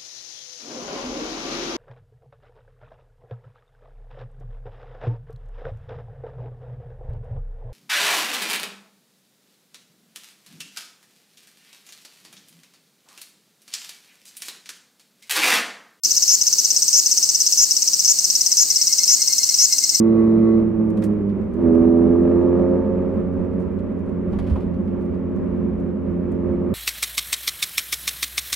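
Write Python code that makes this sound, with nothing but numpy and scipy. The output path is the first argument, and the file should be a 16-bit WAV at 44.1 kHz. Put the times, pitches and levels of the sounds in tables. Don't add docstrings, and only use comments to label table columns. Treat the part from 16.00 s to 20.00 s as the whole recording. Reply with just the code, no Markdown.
import sys
import numpy as np
from scipy import signal
from scipy.fft import rfft, irfft, next_fast_len
from scipy.io import wavfile
from scipy.ndimage import uniform_filter1d, minimum_filter1d, map_coordinates

SR = 44100
rng = np.random.default_rng(int(sys.argv[2]) if len(sys.argv) > 2 else 0)


def persist_wave(psi):
    counts = np.round(np.clip(psi, -1, 1) * 32767).astype(np.int16)
    wavfile.write(sys.argv[1], SR, np.atleast_2d(counts).T)


N = 176400

# (frequency [Hz], relative level [dB])
CHORUS_SPECTRUM = [(1500, -60), (2200, -33), (2850, -23), (3450, -29), (3900, -16.5), (4400, -5),
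                   (5400, -.5), (6500, -.5), (7400, -3), (8400, -7), (9200, -21), (10000, -29),
                   (11400, -15.5), (12800, -13.5), (14400, -9), (15800, -18)]
# (frequency [Hz], left-right likeness [-1 to 1])
CHORUS_IMAGE = [(2000, .85), (3500, .6), (5500, .45), (9000, 0), (13000, -.4)]
CHORUS_DB, CHORUS_FLUTTER_DB, TICKS_PER_S, TICKS_DB = -23, 1.0, 500, -33
# (frequency [Hz], relative level [dB])
SIZZLE_SPECTRUM = [(6000, -40), (7200, -8), (7800, -1), (8300, 0), (8700, -4), (9200, -22), (10500, -50)]
# (pitch [Hz], relative level [dB])
THIN_TONES = [(7776, -9), (8157, -10), (8247, -8), (8642, -14), (8748, -16), (14364, -20), (14710, -18)]
TONE_WAVER_HZ, TONE_FLUTTER_DB = 22, 3.5
# (time [s], gain [dB])
SIZZLE_FADER = [(0, -39), (.4, -37), (.85, -31), (1.3, -30), (1.7, -32), (2.3, -30), (4, -29.5)]

# (frequency [Hz], relative level [dB])
RUMBLE_SPECTRUM = [(20, -19), (45, -10), (65, -3), (140, 0), (330, 1), (500, -3), (1000, -7), (1600, -10),
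                   (2000, -7), (3000, -14), (6000, -30)]
# (frequency [Hz], left-right likeness [-1 to 1])
RUMBLE_IMAGE = [(50, .25), (150, .42), (400, .58), (1000, .55), (2000, .75)]
# (time [s], gain [dB])
HUM_FADER = [(0, -67), (3.5, -66), (3.8, -56), (4, -55)]
RUMBLE_DB, HUM_HZ = -48.8, 295
# (frequency [Hz], left minus right [dB])
BACKGROUND_PAN = [(60, 2), (200, .3), (500, 1.5), (1200, 1.8), (2400, 0), (4400, 2.5), (8000, 2),
                  (15000, 1.5)]

# (start [s], clicks [count])
CHIRP_CUES = [(.0486, 4), (.1094, 4), (.1663, 5), (.2242, 5), (.4139, 4), (.4686, 5), (.5279, 4),
              (.5853, 5), (.6469, 4), (.7052, 4), (.7639, 4), (.8212, 4), (.8808, 4), (1.0613, 4),
              (1.1137, 5), (1.1751, 4), (1.2288, 5), (1.2907, 4), (1.348, 4), (1.4045, 5), (1.4654, 4),
              (1.5244, 4), (1.7102, 4), (1.7669, 3), (1.8224, 3), (1.8759, 4), (1.9344, 4), (1.9945, 4),
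              (2.0482, 5), (2.1888, 3), (2.2442, 4), (2.3017, 3), (2.3526, 4), (2.4101, 3), (2.4624, 4),
              (2.518, 4), (2.7034, 4), (2.7599, 4), (2.8154, 4), (2.8703, 4), (2.9266, 4), (2.9837, 4),
              (3.0353, 4), (3.2191, 3), (3.2765, 3), (3.3288, 3), (3.3832, 3), (3.4328, 4), (3.491, 3),
              (3.5424, 3), (3.7256, 4), (3.7841, 3), (3.8393, 3), (3.8942, 3), (3.9475, 4)]
CLICK_GAPS = [.004, .0035, .0038, .0042]
# (start [s], clicks [count])
BUZZ_CUES = [(.2798, 23), (.9302, 22), (1.5753, 22), (2.078, 15), (2.5711, 20), (3.0793, 22), (3.587, 22)]
BUZZ_LAST_GAP_S, BUZZ_SHRINK_S, JITTER_S = .0029, .000043, .00012
# (base pitch [Hz], gain [dB], rise [s], fall [s], octave overtone [dB])
LOW_BODY_RING = (5860, 1.2, .00018, .00042, -22)
# (base pitch [Hz], gain [dB], rise [s], fall [s], octave overtone [dB])
HIGH_BODY_RING = (7080, -1.8, .0003, .00065, -15)
HIGH_PEAK_CLICKS, HIGH_SPREAD_CLICKS = 4.5, 5
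LOW_DUCK, HIGH_SAG_HZ = .52, 750
CLICK_SCATTER_DB, PITCH_SCATTER, PITCH_SAG_PER_S = .8, .02, .009
# (frequency [Hz], gain [dB])
BODY_EQ = [(3500, -16), (4500, -11), (4850, -6), (5150, 3), (5400, 1), (5720, -2), (6000, .5), (6300, 0),
           (6700, 1.5), (7200, 0)]
# (frequency [Hz], relative level [dB])
CLICK_NOISE_SPECTRUM = [(200, -19), (1000, -20), (1700, -22), (2200, -11.5), (2800, -3), (3500, -11),
                        (4600, -9), (5200, 1), (6500, 3), (7200, 3), (8300, 2), (9600, -21), (11400, 7.5),
                        (12600, 10.5), (13400, 5), (16000, -6)]
CLICK_NOISE_DB, CLICK_NOISE_S = -18, .00035
# (delay [s], gain [dB])
BARK_ECHOES = [
    [(.0014, -14), (.0019, -17)],
    [(.0008, -10), (.0013, -14)],
]
RIGHT_DB, RIGHT_LEAD_S, WOOD_T60_S, NEAR_WET_DB = -4.0, .000035, .25, -17
# (time [s], level [dB])
POP_CUES = [(.337, -38), (.343, -37), (.532, -39), (1.632, -39), (2.112, -38), (2.625, -39)]
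POP_WIDTH_S, POP_CUTOFF_HZ = .0015, 1500

# (start [s], nominal length [s], relative level [dB])
WHISTLE_NOTES = [(2.39, .05, -55), (2.49, .06, -54), (2.59, .05, -55), (2.694, 0.036, -51),
                 (2.776, 0.066, -50), (2.883, 0.06, -48), (2.981, 0.058, -45), (3.079, 0.056, -48),
                 (3.183, 0.06, -47), (3.275, 0.076, -46), (3.384, 0.05, -48), (3.476, 0.058, -49),
                 (3.582, 0.062, -50), (3.698, 0.058, -47), (3.811, 0.05, -47), (3.919, 0.048, -48)]
# (time [s], pitch [Hz])
WHISTLE_PITCH = [(2.4, 2055), (2.6, 2070), (2.8, 2120), (3.1, 2128), (3.45, 2112), (4, 2102)]
# (time [s], level over the fundamental [dB])
WHISTLE_OCTAVE = [(2.4, 10), (3.0, 8.5), (3.3, 9.5), (3.43, 15), (3.55, 14), (3.7, 11), (4, 11.5)]
WHISTLE_WAVER_HZ, WHISTLE_ARCH_HZ, OCTAVE_LAG_S = 10, 14, .018
WHISTLE_GAIN_DB, WHISTLE_WET_DB = 4.5, -10

START_S, LIMIT, LIMITER_S, HIGH_CUT_HZ = .035, .98, .0008, 15800


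def amp(db):
    return 10 ** (np.asarray(db) / 20)


def unit(x):
    return x / np.sqrt(np.mean(x ** 2) + 1e-20)


def along(points, hz):
    f, v = np.transpose(points)
    return np.interp(np.log(hz + 1), np.log(f + 1), v)


def ride(points):
    return np.interp(np.arange(N) / SR, *np.transpose(points))


def wobble(rate):
    return map_coordinates(rng.standard_normal(int(N * rate / SR) + 4), [np.arange(N) * rate / SR])


def filtered(x, response):
    size = next_fast_len(N + SR // 2)
    return irfft(rfft(x, size) * response(np.fft.rfftfreq(size, 1 / SR)), size)[..., :N]


def noise_bed(spectrum, image):
    def mid_side(hz):
        width = np.arccos(np.clip(along(image, hz), -1, 1)) / 2
        return amp(along(spectrum, hz)) * [np.cos(width), np.sin(width)]
    mid, side = filtered(rng.standard_normal((2, N)), mid_side)
    return unit(np.array([mid + side, mid - side]))


def rings(times, gains, pitches, rise_s, fall_s, overtone_db, size=256):
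    index = (times * SR).astype(int)[:, None] + np.arange(size) - size // 4
    t = index / SR - times[:, None]
    envelope = np.exp(-.5 * (t / np.where(t < 0, rise_s, fall_s)) ** 2)
    phase = 2 * np.pi * (pitches[:, None] * t + rng.random((len(times), 1)))
    wave = gains[:, None] * envelope * (np.sin(phase) + amp(overtone_db) * np.sin(2 * phase))
    return np.bincount(np.clip(index, 0, N).ravel(), wave.ravel(), N + 1)[:N]


def far_chorus():
    hiss = noise_bed(CHORUS_SPECTRUM, CHORUS_IMAGE)
    hiss *= amp(CHORUS_DB + CHORUS_FLUTTER_DB * wobble(300) + .4 * wobble(8))
    times = rng.uniform(0, N / SR, int(TICKS_PER_S * N / SR))
    accent, tune = rng.standard_normal((len(times), 2)).T
    pitches = 6000 + 900 * np.tanh(tune)
    ticks = rings(times, amp(3.5 * accent), pitches, rise_s=.00025, fall_s=.0004, overtone_db=-20)
    return hiss + amp(TICKS_DB) * unit(ticks)


def sizzle():
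    voices = noise_bed(SIZZLE_SPECTRUM, CHORUS_IMAGE) * amp(1.2 * wobble(60))
    for hz, db in THIN_TONES:
        pitch = hz + TONE_WAVER_HZ * (wobble(150) + .5 * wobble(2))
        phase = 2 * np.pi * np.cumsum(pitch) / SR
        gain = amp(db + TONE_FLUTTER_DB * wobble(5))
        stereo_drift = np.array([wobble(6), wobble(6)])
        voices += gain * np.sin(phase + stereo_drift)
    return amp(ride(SIZZLE_FADER)) * voices


def outdoor_rumble():
    return amp(RUMBLE_DB + .5 * wobble(4)) * noise_bed(RUMBLE_SPECTRUM, RUMBLE_IMAGE)


def hum():
    gain = amp(ride(HUM_FADER) + 2 * wobble(12))
    pitch = HUM_HZ + 7 * wobble(30)
    return gain * np.sin(2 * np.pi * np.cumsum(pitch) / SR)


def tymbal_clicks():
    times, brightness = [], []
    for start, clicks in CHIRP_CUES:
        times.append(start + np.cumsum([0, *CLICK_GAPS])[:clicks])
        brightness.append(np.zeros(len(times[-1])))
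    for start, clicks in BUZZ_CUES:
        to_go = np.arange(clicks)[::-1]
        gaps = BUZZ_LAST_GAP_S + BUZZ_SHRINK_S * to_go[1:]
        times.append(start + np.append(0, np.cumsum(gaps)))
        swell = np.exp(-.5 * ((to_go - HIGH_PEAK_CLICKS) / HIGH_SPREAD_CLICKS) ** 2)
        brightness.append(swell * (to_go > 0))
    times = np.concatenate(times)
    return times + JITTER_S * rng.standard_normal(len(times)), np.concatenate(brightness)


def click_noise(times, gains):
    triggers = np.bincount(np.clip((times * SR).astype(int), 0, N), gains, N + 1)[:N]
    gate = signal.fftconvolve(triggers, signal.windows.gaussian(SR // 200, CLICK_NOISE_S * SR), "same")
    noise = filtered(rng.standard_normal(N), lambda hz: amp(along(CLICK_NOISE_SPECTRUM, hz)))
    return amp(CLICK_NOISE_DB) * gate * unit(noise)


def body_ring(times, gains, detune, brightness):
    pitch, db, *shape = LOW_BODY_RING
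    low = rings(times, gains * amp(db) * (1 - LOW_DUCK * brightness), pitch * detune, *shape)
    pitch, db, rise_s, *tail = HIGH_BODY_RING
    pitches = (pitch - HIGH_SAG_HZ * (1 - brightness)) * detune
    high = rings(times + rise_s, gains * amp(db) * brightness, pitches, rise_s, *tail)
    return filtered(low + high, lambda hz: amp(along(BODY_EQ, hz)))


def off_bark(song):
    def ears(hz):
        delay = lambda s: np.exp(-2j * np.pi * hz * s)
        left, right = (1 + sum(amp(db) * delay(s) for s, db in echoes) for echoes in BARK_ECHOES)
        return np.array([left, amp(RIGHT_DB) * delay(-RIGHT_LEAD_S) * right])
    return filtered(song, ears)


def wood_reverb(x):
    t = np.arange(SR // 2) / SR
    tail = rng.standard_normal((2, len(t))) * amp(-60 * t / WOOD_T60_S)
    return signal.fftconvolve(x[None], tail / np.linalg.norm(tail[0]), axes=1)[:, :N]


def near_cicada():
    times, brightness = tymbal_clicks()
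    accent, tune = rng.standard_normal((len(times), 2)).T
    gains = amp(CLICK_SCATTER_DB * accent)
    detune = 1 + PITCH_SCATTER * tune - PITCH_SAG_PER_S * times
    song = body_ring(times, gains, detune, brightness) + click_noise(times, gains)
    return off_bark(song) + amp(NEAR_WET_DB) * wood_reverb(song)


def pops():
    t = np.arange(N) / SR
    envelope = sum(amp(db) * np.exp(-.5 * ((t - s) / POP_WIDTH_S) ** 2) for s, db in POP_CUES)
    noise = filtered(rng.standard_normal((2, N)), lambda hz: 1 / (1 + (hz / POP_CUTOFF_HZ) ** 4))
    return envelope * unit(noise)


def insect_whistle():
    t = np.arange(N) / SR
    start, length, level = np.transpose(WHISTLE_NOTES)
    middle = start + length / 2
    arch = lambda t: np.cos(np.pi / 2 * np.clip((t - middle[:, None]) / length[:, None], -1, 1)) ** 2
    notes = arch(t)
    pitch = ride(WHISTLE_PITCH) + WHISTLE_ARCH_HZ * (notes.sum(0) - .7) + WHISTLE_WAVER_HZ * wobble(120)
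    phase = 2 * np.pi * np.cumsum(pitch) / SR
    gains = amp(level + WHISTLE_GAIN_DB)
    fundamental = gains @ notes ** 2.5 * np.sin(phase)
    octave = amp(ride(WHISTLE_OCTAVE)) * (gains @ arch(t - OCTAVE_LAG_S)) * np.sin(2 * phase)
    tone = fundamental + octave
    return tone + amp(WHISTLE_WET_DB) * wood_reverb(tone)


def scene():
    background = far_chorus() + sizzle() + insect_whistle() + hum() + outdoor_rumble()
    pan = lambda hz: amp(along(BACKGROUND_PAN, hz) * np.array([[.5], [-.5]]))
    return near_cicada() + pops() + filtered(background, pan)


def record(dry):
    x = dry * (np.arange(N) / SR > START_S)
    window = int(LIMITER_S * SR)
    needed_gain = np.minimum(1, LIMIT / (np.abs(x).max(0) + 1e-9))
    held_gain = minimum_filter1d(needed_gain, 2 * window)
    smooth_gain = uniform_filter1d(uniform_filter1d(held_gain, window), window)
    return filtered(x * smooth_gain, lambda hz: hz < HIGH_CUT_HZ)


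dry = scene()
out = record(dry)
persist_wave(out)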